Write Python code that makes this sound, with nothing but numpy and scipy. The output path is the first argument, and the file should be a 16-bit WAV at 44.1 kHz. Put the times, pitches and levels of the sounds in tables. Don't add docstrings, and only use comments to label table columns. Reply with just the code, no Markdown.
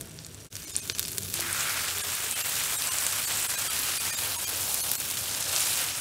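import sys
import numpy as np
from scipy import signal
from scipy.fft import rfft, irfft
from scipy.io import wavfile
from scipy.ndimage import uniform_filter1d

SR = 44100
rng = np.random.default_rng(int(sys.argv[2]) if len(sys.argv) > 2 else 0)


def makeup_ratio(level_db):
    decades = np.asarray(level_db, float) / 20
    return 10 ** decades


def to_wav(s):
    ch = np.atleast_2d(s).T
    pcm = np.round(np.clip(ch, -1, 1) * 32767)
    wavfile.write(sys.argv[1], SR, pcm.astype(np.int16))


N = 264951

# time in [s], fizz level in [dB], roar of steam trapped under the egg in [dB re fizz],
# fine spray off the open oil in [dB re fizz].
FRYING = [(0.0, -49, -10, -7), (0.1, -51, -8, -11), (0.47, -51.5, -7, -12), (0.56, -45.5, -9, -3),
          (0.76, -41, -12, -11), (1.325, -42, -14.5, 2), (1.345, -32, -12.5, -11), (1.46, -36, -2, -4),
          (1.6, -32.5, -2, -6.5), (2.05, -34, -6, -5.5), (2.45, -32.5, -6, -3), (3.0, -32.5, -6, -4),
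          (4.1, -31.5, -6.5, -4.5), (4.5, -32.5, -12, -4), (4.8, -30, -15, -3.5), (5.02, -35, -9, -2.5),
          (5.5, -32, -12.5, -9.5), (6.0, -34, -7, -6.5)]
FADE_S, SILENCE_S, BACK_S = 0.459, 0.496, 0.512
THIN_UNTIL_S = 1.33


def evened(x):
    return x / np.sqrt(np.mean(x ** 2) + 1e-20)


def read(points, hz):
    f, value = np.transpose(points)
    return np.interp(np.log(hz + 1), np.log(f + 1), value)


def add(mix, s, sound):
    part = mix[max(round(s * SR), 0):][:len(sound)]
    part += sound[:len(part)]


def fizz_level(s):
    return np.interp(s, *np.transpose(FRYING)[:2])


def peak(hz, centre_hz, width_hz):
    return 1 / (1 + (2 * (hz - centre_hz) / width_hz) ** 2)


def below(hz, corner_hz, steepness):
    return 1 / (1 + (hz / corner_hz) ** steepness)


def slow_noise(samples):
    return evened(uniform_filter1d(rng.standard_normal(N), samples))


def fuzzy_tone(hz, width):
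    a, b = signal.lfilter([1], [1, -np.exp(-np.pi * width / SR)], rng.standard_normal((2, N)))
    turn = 2 * np.pi * hz * np.arange(N) / SR
    return evened(a * np.cos(turn) + b * np.sin(turn))


def burst(hz, cycles, rise):
    turns = np.arange(int(8 * cycles * SR / hz) + 8) * hz / SR
    ring = np.sin(2 * np.pi * (turns + rise * turns ** 2 / cycles))
    shape = turns * np.exp(-turns / (.4 * cycles)) * ring
    shape = shape - shape.mean()
    return shape / abs(shape).max()


def kitchen_tail(x, t60, wet_db):
    t = np.arange(int(.12 * SR)) / SR
    sparse = (rng.random(len(t)) < .15) * (t > .0008)
    taps = rng.standard_normal(len(t)) * makeup_ratio(-60 * t / t60) * sparse
    return x + makeup_ratio(wet_db) * signal.oaconvolve(x, taps / np.linalg.norm(taps))[:N]


def kitchen():
    # frequency in [Hz], density in [dB per Hz].
    rumble_colour = [(12, -48), (20, -23), (86, 0), (113, -1), (163, -2), (206, -7.5), (270, -4.5),
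                     (323, -7.5), (394, -6.5), (586, -15), (677, -12), (783, -39), (1100, -39), (1500, -20),
                     (1950, -61), (3300, -120)]
    # time in [s], level in [dB].
    rumble_swell = [(0.0, -41.5), (0.12, -50.5), (0.53, -49.5), (1.12, -45), (2.0, -50.5), (3.2, -49),
                    (4.4, -48), (6.01, -50)]
    # frequency in [Hz], width in [Hz], level in [dB].
    fan_hum = [(96, 13.6, -52), (44, 7, -64.5)]
    # start in [s], length in [s], pitch in [Hz], level in [dB].
    far_drones = [(0, 0.38, 158.8, -45.5), (0, .12, 320, -58), (.64, 0.049, 308, -40),
                  (1.05, 0.31, 96, -46), (1.12, 0.27, 192.7, -46.5), (1.33, 0.2, 339, -43.5),
                  (1.42, 0.16, 163.5, -49), (1.9, 0.23, 408, -47.5), (2.2, 0.095, 437, -46)]
    t = np.arange(N) / SR
    hz = np.fft.rfftfreq(N, 1 / SR)
    out = evened(irfft(rfft(rng.standard_normal(N)) * makeup_ratio(read(rumble_colour, hz)), N))
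    out = out * makeup_ratio(np.interp(t, *np.transpose(rumble_swell)) - 0.5)
    for hum_hz, width, db in fan_hum:
        out += makeup_ratio(db) * fuzzy_tone(hum_hz, width)
    for s, length, drone_hz, db in far_drones:
        u = t[:int(length * SR)]
        swell = signal.windows.tukey(len(u), .6)
        add(out, s, makeup_ratio(db - 1.5) * swell * np.sin(2 * np.pi * drone_hz * u))
    return out


def whistle():
    gusts = makeup_ratio(3 * slow_noise(700))
    return makeup_ratio(-61.5) * gusts * fuzzy_tone(5770, 110) * (np.arange(N) / SR < SILENCE_S)


def knocks():
    # time in [s], peak in [dB], pitch in [Hz].
    blade_knocks = [
        (0.898, -30, 404),
        (1.183, -34, 410),
        (1.393, -28.5, 610),
    ]
    out = np.zeros(N)
    for s, db, hz in blade_knocks:
        add(out, s, makeup_ratio(db - 1) * burst(hz, 1.5, 0))
    return out


def small_spits():
    per_s, low_hz, high_hz = 80, 4300, 11500
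    slot = np.arange(0, THIN_UNTIL_S, 1 / per_s)
    place, size, pitch, length = rng.random((len(slot), 4)).T
    s = slot + place / per_s
    db = fizz_level(s) + 18 + 3 * (2 * size - 1)
    hz = low_hz + (high_hz - low_hz) * pitch ** 1.3
    hz = hz * np.where(s < SILENCE_S, 1.35, 1)
    cycles = .6 + 1.0 * length ** 2
    return list(zip(s, db, hz, cycles))


def spits():
    # time in [s], peak in [dB], pitch in [Hz], length in [cycles].
    thin_oil_spits = [(0.011, -15, 8360, 1), (0.1893, -21, 4540, 1.3), (0.2477, -24, 5700, 1.2),
                      (0.2657, -23.5, 7900, 0.79), (0.3456, -28, 6800, 3.2), (0.404, -31, 5960, 2.3),
                      (0.5278, -25, 4860, 0.76), (0.5547, -19, 5360, 0.67), (0.567, -15, 9000, 0.46),
                      (0.6996, -23, 6500, 1.5), (0.755, -17, 4950, 1.1), (0.7646, -7.5, 8100, 2.8),
                      (0.7807, -18, 5400, 0.56), (0.7863, -18, 10000, 1.4), (0.8764, -17, 9450, 0.76),
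                      (0.8987, -7, 4300, 0.58), (0.95, -14.5, 4400, 1), (0.9851, -13, 7400, 0.69),
                      (0.9949, -2, 10800, 1.06), (1.0019, -18, 7200, 0.82), (1.0115, -16, 10900, 1.3),
                      (1.0288, -13, 6900, 0.42), (1.0416, -19, 8250, 0.65), (1.052, -16.5, 4270, 1.4),
                      (1.058, -17, 7900, 1.4), (1.082, -12.5, 9300, 0.82), (1.118, -15, 10600, 1.2),
                      (1.1826, -5, 9000, 0.75), (1.2327, -15.5, 7040, 1.02), (1.301, -16, 11000, 1.02)]
    # time in [s], peak in [dB], pitch in [Hz], length in [cycles].
    hot_pan_spits = [(1.3407, -7, 10300, 1), (1.4013, -13, 7840, 0.87), (1.407, -7.5, 10100, 0.91),
                     (1.529, -11, 8500, 2.5), (1.6074, -13, 5700, 1.02), (1.984, -13, 9800, 1.2),
                     (2.152, -14, 9300, 1.1), (2.3128, -10, 8400, 2.1), (2.8217, -7, 10400, 0.83),
                     (2.8726, -13, 7950, 2.9), (2.9361, -13, 7150, 2), (2.9854, -10, 7400, 2.1),
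                     (3.0664, -3.5, 7500, 1.14), (3.126, -11, 6500, 0.58), (3.429, -15, 8200, 2.8),
                     (3.7917, -11, 9000, 2.1), (4.1884, -13, 6900, 0.75), (4.7433, -5, 10500, 1.6),
                     (4.9162, -3.5, 10400, 1.07), (4.935, -16, 9500, 1.1), (4.954, -11, 8200, 0.79),
                     (5.0017, -13.5, 9200, 1.9), (5.1017, -12, 8500, 1.5), (5.112, -12.5, 8400, 0.97),
                     (5.172, -14, 6200, 1.02), (5.3487, -12.5, 5960, 0.98), (5.4255, -12, 5500, 0.5),
                     (5.563, -6, 6150, 0.93), (5.6054, -9, 8000, 1), (5.887, -14, 3800, 1.4)]
    out, snap = np.zeros(N), burst(4500, 1.0, 0)
    rows = [*thin_oil_spits, *hot_pan_spits, *small_spits()]
    shreds = rng.standard_normal((len(rows), 60)) * (rng.random((len(rows), 60)) < .2)
    for (s, db, hz, cycles), shred in zip(rows, shreds):
        pop = burst(hz, np.clip(cycles, .5, 12), 0.05)
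        ragged = np.clip(-db / 45, .12, .4)
        tearing = np.r_[1, ragged * shred * np.exp(-np.arange(len(shred)) / 30)]
        tearing = tearing / np.linalg.norm(tearing)
        add(out, s - abs(pop).argmax() / SR, makeup_ratio(db + 1.0) * np.convolve(pop, tearing))
        add(out, s - abs(snap).argmax() / SR, makeup_ratio(db - 13.5) * np.convolve(snap, tearing))
    out = signal.sosfilt(signal.butter(2, 1300, "high", fs=SR, output="sos"), out)
    return kitchen_tail(out, 0.025, -7.5)


def crackle():
    pops_per_s, spread_db, spread_cap = 4000, 3.5, 3.1
    clump = makeup_ratio(3.0 * slow_noise(300))
    size = makeup_ratio(spread_db * np.minimum(rng.exponential(1, N), spread_cap))
    size *= rng.random(N) < clump * pops_per_s / SR
    size *= rng.choice([-1., 1.], N)
    pitches = np.geomspace(1200, 15000, 30)
    kind, out = rng.integers(0, len(pitches), N), np.zeros(N)
    for k, hz in enumerate(pitches):
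        pop = burst(hz, 0.66 + 4.3 * rng.random() ** 3, 0.17)
        pop = pop / np.linalg.norm(pop) * np.sqrt(hz)
        out += signal.oaconvolve(size * (kind == k), pop)[:N]
    z = rfft(kitchen_tail(out, 0.069, -8))
    power = uniform_filter1d(abs(z) ** 2, size=400)
    return evened(irfft(z / np.sqrt(power + 0.0014 * power.max()), N))


def fizz_colour(hz, t):
    # frequency in [Hz], density in [dB per Hz].
    fizz_spectrum = [(180, -26), (300, -13), (326, -27), (372, -9), (1020, -6.5), (1130, -6), (1550, -3.5),
                     (2020, -6.5), (2470, -3), (5940, -3), (8000, -1), (12700, -4.5), (15800, -8.5)]
    # frequency in [Hz], width in [Hz], gain in [dB].
    egg_pocket = [
        (1400, 170, 4.5),
        (2190, 220, 6),
    ]
    s, fizz_db, roar_db, spray_db = np.transpose(FRYING)
    hz = hz[:, None]
    patches = rng.standard_normal((len(hz), len(t)))
    patches = evened(uniform_filter1d(uniform_filter1d(patches, 14, 0), 40, 1))
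    field_db = read(fizz_spectrum, hz) + 7.08 + 0.85 * patches + np.interp(t, s, fizz_db)

    low = below(hz, 1080, 8)
    roar = below(hz, 2900, 4) - low
    high = 1 / (1 + (11000 / (hz + 1)) ** 8)
    bubbling_db = np.select([t < SILENCE_S, t < THIN_UNTIL_S + .1], [-13, -20.5], -16)
    field_db += roar * (np.interp(t, s, roar_db) + 9.5)
    field_db += low * (bubbling_db + 17.5)
    field_db += high * (np.interp(t, s, spray_db) + 5.0)

    pocket_db = sum(db * peak(hz, pocket_hz, width) for pocket_hz, width, db in egg_pocket)
    field_db += pocket_db * np.interp(t, [1.38, 1.52, 1.72, 2.05], [0, 1, 1, 0])
    field_db += 2.8 * peak(hz, 7900, 1850) * np.interp(t, [2.2, 2.8, 3.3, 4.0], [0, 1, 1, 0])
    press_db = 5 - 1.5 * below(hz, 2100, 6)
    field_db += press_db * np.interp(t, [5.45, 5.55, 5.8, 5.92], [0, 1, 1, 0])
    return field_db


def sizzle():
    t = np.arange(N) / SR
    s, _, roar_db, _ = np.transpose(FRYING)
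    share = .6 - 0.01 * (np.interp(t, s, roar_db) + 7)
    share = np.clip(share + 0.13 * (t < THIN_UNTIL_S), 0, 1)
    drive = np.sqrt(share) * crackle() + np.sqrt(1 - share) * rng.standard_normal(N)
    hz, frame_s, z = signal.stft(drive, SR, nperseg=256, noverlap=192)
    z = z * makeup_ratio(fizz_colour(hz, frame_s))
    return signal.istft(z, SR, nperseg=256, noverlap=192)[1][:N]


def scene():
    return (kitchen() + whistle() + knocks() + spits() + sizzle())[None]


def thin_out(x):
    # centre in [s], three surviving lines in [Hz], [Hz] and [Hz],
    # number of further survivors in [count].
    dropouts = [(0.6625, 2230, 4190, 6030, 4), (0.7265, 3640, 5080, 9670, 6), (0.812, 2510, 6130, 8450, 4),
                (0.94, 3010, 4110, 10120, 3), (2.028, 1650, 6920, 9060, 5), (2.348, 2630, 3110, 10490, 3),
                (2.433, 2750, 7310, 12900, 1), (2.7745, 3770, 7280, 12840, 8),
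                (2.9025, 1040, 2830, 11780, 4), (3.265, 4540, 7090, 12910, 9),
                (3.4785, 7680, 8320, 9390, 1), (3.564, 1600, 2470, 3970, 2), (3.692, 1310, 3200, 4670, 3),
                (3.9905, 2450, 4670, 8240, 1), (4.1185, 1840, 2440, 4770, 2), (4.161, 3710, 4840, 6780, 2),
                (4.3745, 950, 8230, 10800, 2), (4.46, 2410, 3200, 4650, 3), (4.8225, 4330, 6320, 14170, 5),
                (4.972, 4300, 12650, 13920, 1)]
    frame_s = 2048 / 48000
    out, t = x.copy(), np.arange(int(frame_s * SR)) / SR
    window, hz = np.sin(np.pi * t / frame_s), np.fft.rfftfreq(len(t), 1 / SR)
    left = np.sqrt(1 - .995 * window ** 1.7)
    for s, *lines_hz, more in dropouts:
        start = round((s - frame_s / 2) * SR)
        frame = x[start:][:len(t)]
        treble = abs(rfft(frame * window))[::2] * (hz[::2] > 5800)
        loudest_hz = hz[np.argsort(-treble)[:more] * 2]
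        phase = 2 * np.pi * rng.random(len(lines_hz) + more)[:, None]
        tones = np.sin(2 * np.pi * np.r_[lines_hz, loudest_hz][:, None] * t + phase)
        tones = tones[:3].sum(0) + makeup_ratio(0.5) * tones[3:].sum(0)
        level = makeup_ratio(fizz_level(s) - 6.5)
        add(out, start / SR, (left - 1) * frame + level * window * tones)
    return out


def roll_off(x):
    return signal.sosfilt(signal.butter(12, 17000, fs=SR, output="sos"), x)


def record(dry):
    t = np.arange(N) / SR
    fade = np.interp(t, [FADE_S, SILENCE_S - .006, SILENCE_S + .004, BACK_S, BACK_S + 0.02],
                     [0.9, .015, .015, 0.47, 0.95])
    x = signal.sosfilt(signal.butter(2, 45, "high", fs=SR, output="sos"), dry[0])
    x = thin_out(x * fade ** 1.2)
    treble_limit = signal.firwin(401, 15750, window=("kaiser", 3.5), fs=SR)
    x = signal.oaconvolve(x, treble_limit, "same")
    return roll_off(x[None])


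dry = scene()
out = record(dry)
to_wav(out)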